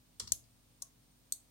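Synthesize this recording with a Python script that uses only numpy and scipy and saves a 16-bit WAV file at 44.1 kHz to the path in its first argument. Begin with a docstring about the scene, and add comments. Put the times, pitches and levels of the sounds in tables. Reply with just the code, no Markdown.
"""A button clicks down and up over a faint hum and hiss, with soft thuds through the desk.
Small relays on a circuit board answer, half a second apart: two pull in together, one drops out
with a tock of its spring, another pulls in. Each armature strikes, bounces and rings its case
and the board. The desk scatters the clicks into a small, quiet room."""
import sys
import numpy as np
from scipy import signal
from scipy.fft import rfft, irfft
from scipy.io import wavfile

SR = 44100
rng = np.random.default_rng(int(sys.argv[2]) if len(sys.argv) > 2 else 0)


def generate_wav(signal):
    """Clip the signal to [-1, 1] and save it as 16-bit WAV at the path in sys.argv[1]."""
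    frames = np.transpose(np.atleast_2d(signal))
    scaled = np.clip(frames, -1, 1) * 32767
    pcm = np.round(scaled).astype(np.int16)
    wavfile.write(sys.argv[1], SR, pcm)


N = 66150
T = np.arange(N) / SR
TAIL_T = T[:SR // 2]


def from_db(db):
    """Decibels to gain."""
    return 10 ** (np.asarray(db) / 20)


def unit(x):
    """Scale to rms 1."""
    return x / np.sqrt(np.mean(x ** 2) + 1e-20)


def at_hz(points, hz):
    """Read a curve on a log-frequency axis."""
    freqs, values = np.transpose(points)
    return np.interp(np.log(hz), np.log(freqs), values)


def panned(db):
    """Stereo gains for a pan, given as left minus right in dB."""
    return from_db(np.array([db, -db]) / 2)


def resonance(x, hz, width):
    """Two-pole resonance with gain 1 at its peak."""
    r = np.exp(-np.pi * width / SR)
    feedback = [1, -2 * r * np.cos(2 * np.pi * hz / SR), r * r]
    return signal.lfilter(np.array([1, 0, -1]) * (1 - r * r) / 2, feedback, x + 1e-18)


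def strike(hits, modes, low_cut_hz):
    """Sharp hits set a body ringing; a small body radiates little below its low cut."""
    clicks = np.zeros((2, N))
    for s, db, pan_db in hits:
        clicks[:, int(s * SR)] += from_db(db) * panned(pan_db)
    ring = sum((-1) ** k * from_db(db) * panned(pan_db)[:, None] * resonance(clicks, hz, width)
               for k, (hz, width, db, pan_db) in enumerate(modes))
    return signal.sosfilt(signal.butter(3, low_cut_hz, "high", fs=SR, output="sos"), ring)


def hardest(hits):
    """Only the hardest hit of a click shakes the heavier parts."""
    return [max(hits, key=lambda hit: hit[1])]


# Tone colour of the rumble and hiss: f/Hz, relative level/dB
AIR_SPECTRUM = [(22, -20), (36, -23.5), (50, -16.5), (80, -8), (110, -2.5), (150, -6.5), (270, -14),
                (340, -16), (500, -16.5), (800, -20), (1800, -25), (4000, -22.5), (8000, -25.5),
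                (11000, -28), (15500, -25.5)]
# Its stereo image, mono lows and wide highs: f/Hz, left-right correlation
AIR_CORRELATION = [(50, 1), (300, 0.16), (1000, 0.013), (3000, 0), (12000, 0.041)]
# Hum partials: f/Hz, rms level/dB
HUM_PARTIALS = [(48.8, -75.5), (118.5, -79.5), (199, -88), (246.8, -79.5), (295.5, -83), (679, -98),
                (960, -101.5)]


def background():
    """The bed: room rumble and hiss, a faint hum and a thin electronic whine."""
    freqs = np.maximum(np.fft.rfftfreq(N, 1 / SR), 1)
    mid, side = rfft(rng.standard_normal((2, N)))
    alike = at_hz(AIR_CORRELATION, freqs)
    stereo = np.sqrt(1 + alike) * mid + np.sqrt(1 - alike) * side * [[1], [-1]]
    air = unit(irfft(from_db(at_hz(AIR_SPECTRUM, freqs)) * stereo, N))
    hum = sum(from_db(db) * unit(np.sin(2 * np.pi * (hz * T + rng.random()))) for hz, db in HUM_PARTIALS)
    whine = unit(resonance(rng.standard_normal((2, N)), hz=8780, width=140))
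    return from_db(-68.5) * air + hum + from_db(-80) * whine


# Reverb time of the room: f/Hz, T60/s
ROOM_DECAY = [(100, 0.46), (1000, 0.36), (4000, 0.22), (8000, .22), (15000, 0.22)]


def room_tail(rise_s=0.0021):
    """A short reverb whose highs die first; energy 1 a side."""
    size = len(TAIL_T)
    white = rfft(rng.standard_normal((2, size)))
    hz = np.fft.rfftfreq(size, 1 / SR)
    edges = np.r_[0, np.geomspace(250, 12000, 8), SR]
    tail = 0
    for low, high in zip(edges, edges[1:]):
        band = irfft(white * ((hz >= low) & (hz < high)), size)
        t60 = at_hz(ROOM_DECAY, (low + high) / 2)
        tail = tail + band * from_db(-60 * TAIL_T / t60)
    return unit(tail * (1 - np.exp(-TAIL_T / rise_s))) / np.sqrt(size)


def reflections(t60_s, rise_s, delay_s=0):
    """A dense stereo burst of reflections that swells and dies; energy 1 a side."""
    age = np.maximum(TAIL_T - delay_s, 0)
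    envelope = (1 - np.exp(-age / rise_s)) * from_db(-60 * age / t60_s)
    return unit(rng.standard_normal((2, len(age))) * envelope) / np.sqrt(len(age))


def in_room(x, direct_db, scatter_db, echo_db, room_db, right_lag_s=0.00012):
    """Direct sound and scatter from things on the desk; the wall echo and the reverb mix both sides."""
    direct = np.array([x[0], np.roll(x[1], int(right_lag_s * SR))])
    scatter = signal.fftconvolve(x, reflections(t60_s=0.02, rise_s=0.00092), axes=1)[:, :N]
    mix = from_db(direct_db) * direct + from_db(scatter_db) * scatter
    for side in x:
        reverb = from_db(room_db) * room_tail()
        echo = from_db(echo_db) * reflections(t60_s=0.032, rise_s=0.0027, delay_s=0.0095)
        mix = mix + signal.fftconvolve(side[None], reverb + echo, axes=1)[:, :N] / np.sqrt(2)
    return mix


# Dull bumps through the desk: t/s, level/dB, pan/dB
THUD_HITS = [(.2195, -4.5, -4), (.2380, -5, -0.5), (.2770, -8.5, -0.5), (.3030, -6.5, 1), (.3188, 0, 7)]
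# Their low body and the room's boom: f/Hz, width/Hz, level/dB, pan/dB
THUD_MODES = [(65.6, 64, 1, 1.3), (106.6, 58.5, 0.5, 1.1), (165.5, 40, -8.5, 0), (219, 68, -9.5, 0)]
BOOM_MODE = [(116.5, 3, 4, 2)]


def desk_thuds():
    """Soft low thuds carried by the desk; the hardest wakes a low resonance of the room."""
    thuds = strike(THUD_HITS, THUD_MODES, low_cut_hz=31)
    boom = strike(hardest(THUD_HITS), BOOM_MODE, low_cut_hz=31)
    return in_room(thuds, direct_db=2, scatter_db=-5, echo_db=-6.5, room_db=-8.5) + boom


# The return spring lets go: t/s, level/dB, pan/dB
SPRING_HIT = [(.8208, -3, 2)]
# Its short tock and its lingering tones: f/Hz, width/Hz, level/dB, pan/dB
TOCK_MODES = [(654, 74, -25.5, 0), (1090, 41, -13, 0), (1440, 300, -29, 0)]
SPRING_TONES = [(680, 6, -12.5, -4), (1088, 7, -25, -2)]


def spring():
    """A return spring gives a pitched tock on drop-out and rings faintly after every switching."""
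    tock = strike(SPRING_HIT, TOCK_MODES, low_cut_hz=420)
    ring = strike(SPRING_HIT, SPRING_TONES, low_cut_hz=170)
    pull_ins = hardest(PAIR_HITS) + hardest(PULL_HITS)
    ring += from_db(-4.5) * strike(pull_ins, SPRING_TONES[:1], low_cut_hz=510)
    return in_room(tock, direct_db=-3, scatter_db=-2.5, echo_db=-15, room_db=-1.5) + ring


# The button's clicks and its knocks on the end stops: t/s, level/dB, pan/dB
PRESS_HITS = [(0.1969, -16.5, -9), (0.1978, -4.5, -9), (0.19943, -6.5, 20.5), (0.2010, -10, -7)]
RELEASE_HITS = [(.2730, -8, 11), (.2748, -5.5, 9), (.2762, -3.5, 7), (.4385, -25, 9.1)]
PRESS_KNOCKS = [(.1978, -10, -1), (.2012, -2, -3.5)]
RELEASE_KNOCK = [(.2745, -13, 5)]
# Bright button snap, low desk body and the desk's longer ring: f/Hz, width/Hz, level/dB, pan/dB
PRESS_MODES = [(2860, 97, -8, 7), (3350, 150, -0.5, -1), (4094, 150, -1.5, 5), (4570, 210, -4.5, 6.5),
               (5290, 110, 1, 6.5), (6000, 130, 0, 0.5), (7140, 180, -2, -1), (7680, 240, -3, -6),
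               (8700, 800, -11.5, -7.5), (10100, 860, -14, -7), (12800, 488, -21, -1.5),
               (14124, 1391, -24.5, -2)]
RELEASE_MODES = [(3180, 510, -18, -4), (4090, 290, -13.5, 9), (4630, 300, -3, 9.5), (4790, 350, -5.5, 14),
                 (5480, 420, -5.5, -9.5), (6550, 520, -9.5, -9), (8040, 1400, -18.5, 3),
                 (12500, 580, -19.5, -8), (15500, 900, -25, -3)]
DESK_BODY = [(370, 110, -9, -0.5), (478, 53, -5, -4.5), (754, 115, -19.5, 10), (980, 90, -11.5, 21),
             (1160, 280, -8, 1.5), (1510, 370, -10.5, 2), (2160, 660, -15, -4.5)]
DESK_TONES = [(968, 8.9, -9, -2.5), (1116, 16, -5, -6), (1290, 11, -11, 13)]


def button():
    """A button a little way off snaps down and up, knocking the desk, and settles with a faint tick."""
    press = strike(PRESS_HITS, PRESS_MODES, low_cut_hz=3880)
    release = strike(RELEASE_HITS, RELEASE_MODES, low_cut_hz=2100)
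    desk = strike(PRESS_KNOCKS, DESK_BODY, low_cut_hz=130)
    desk += strike(RELEASE_KNOCK, DESK_BODY, low_cut_hz=800)
    desk += strike(hardest(PRESS_KNOCKS), DESK_TONES, low_cut_hz=470)
    return (in_room(press, direct_db=-2, scatter_db=-2, echo_db=-29, room_db=-5)
            + in_room(release, direct_db=-9.5, scatter_db=-5.5, echo_db=-23, room_db=-9)
            + in_room(desk, direct_db=-4, scatter_db=-9.5, echo_db=-14.5, room_db=-7.5))


# Broad, bright attack shared by the relays: f/Hz, width/Hz, level/dB, pan/dB
CRACK_BANDS = [(2700, 920, -11, -4), (8400, 6800, 0.5, -8), (11500, 2600, 0.5, 3), (13700, 770, -4, -2)]


def armature_crack():
    """The armatures' crack leaves the cases in all directions and is heard mostly as reflections."""
    cracks = strike(hardest(PAIR_HITS), CRACK_BANDS, low_cut_hz=2700)
    cracks += from_db(-8.5) * strike(hardest(DROP_HITS), CRACK_BANDS, low_cut_hz=2700)
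    cracks += from_db(-5.5) * strike(hardest(PULL_HITS), CRACK_BANDS, low_cut_hz=3700)
    return in_room(cracks, direct_db=-15.5, scatter_db=-11.5, echo_db=-20.5, room_db=-15)


# Strikes and bounces as a pair pulls in, one drops out, another pulls in: t/s, level/dB, pan/dB
PAIR_HITS = [(0.32087, 1.22, 4.5), (0.32178, -14.5, -6), (0.32305, -22, -5)]
DROP_HITS = [(0.82022, -19, 9), (0.82089, -7, 2), (0.8227, -3.0, 4.4), (0.82319, -6, 1.5),
             (0.82448, -26, 0.7)]
PULL_HITS = [(1.32252, 1, 5.5), (1.32299, -9.5, -3), (1.32386, -17, -20.5), (1.3253, -10, 0)]
# Crisp case ring of each click, and the board's body below: f/Hz, width/Hz, level/dB, pan/dB
PAIR_CASE = [(2995, 360, -9.5, -2.5), (3640, 220, -7, 9.5), (4252, 125, -3.5, 16), (4980, 130, -1, -10),
             (5190, 340, 0, -13), (6235, 77, 13, -4.5), (6350, 113, 13, -2.5), (6990, 920, 4, 10.5),
             (8350, 340, 6.5, -2.5), (8490, 200, 1, 3), (9910, 730, 9, -4), (10300, 1420, 3, -10),
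             (11320, 610, -5.5, -14), (12400, 210, 4, 6), (14000, 110, -3, 4), (15600, 1500, -13, -6.5)]
DROP_CASE = [(3600, 260, -14, 9), (4257, 99, -10, 4), (5130, 143, -1, 8.5), (5810, 240, -4, 10.5),
             (6300, 66, 1.5, -7), (6610, 180, -5, 12.5), (7250, 280, -1, -5.5), (7690, 250, -3, 1),
             (8950, 470, -7, 3.5), (9774, 117, 1.5, 0), (10400, 400, -14.5, 4), (11230, 90, -9.5, -17),
             (12450, 290, -11.5, 6), (14700, 150, -17, -8), (15210, 256, -31, 3)]
PULL_CASE = [(3600, 490, -10, 9), (4380, 180, -4, 9.5), (4670, 180, -12, 9), (6180, 270, -2, 7),
             (6760, 290, -2.5, -6.5), (7800, 790, -0.6, 3.5), (8310, 61, 2, -11), (8010, 340, 2, -7),
             (8540, 1760, -2, 8.5), (9000, 300, -3, 12.5), (10900, 260, -2.5, -11), (10670, 470, -3, 0),
             (12480, 170, -1, 9), (14400, 600, -20, 0), (15400, 310, -19, -12)]
BOARD_BODY = [(297, 180, -18, -3), (691, 31, -19.5, 4), (1120, 260, -35.5, 12.5), (2500, 550, -29.5, -11)]


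def relays():
    """Armatures hit their cores hard and shake the board; released, they spring back in soft chatter."""
    pair = strike(PAIR_HITS, PAIR_CASE, low_cut_hz=3480)
    drop = strike(DROP_HITS, DROP_CASE, low_cut_hz=3540)
    pull = strike(PULL_HITS, PULL_CASE, low_cut_hz=3940)
    board = strike(hardest(PAIR_HITS), BOARD_BODY, low_cut_hz=150)
    board += from_db(-10) * strike(hardest(PULL_HITS), BOARD_BODY, low_cut_hz=540)
    return (in_room(pair, direct_db=0.5, scatter_db=-9.5, echo_db=-20.5, room_db=-16)
            + in_room(drop, direct_db=-1.5, scatter_db=-8, echo_db=-28, room_db=-14.5)
            + in_room(pull, direct_db=0.14, scatter_db=-7.5, echo_db=-17, room_db=-12)
            + in_room(board, direct_db=-6.5, scatter_db=1.5, echo_db=-16, room_db=-3.5))


def scene():
    """The stereo mix: clicks and thuds over the quiet bed."""
    return button() + relays() + spring() + armature_crack() + desk_thuds() + background()


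def record(dry):
    """A steep high cut at 16 kHz."""
    return signal.sosfilt(signal.ellip(10, .1, 70, 16000, fs=SR, output="sos"), dry)


dry = scene()
out = record(dry)
generate_wav(out)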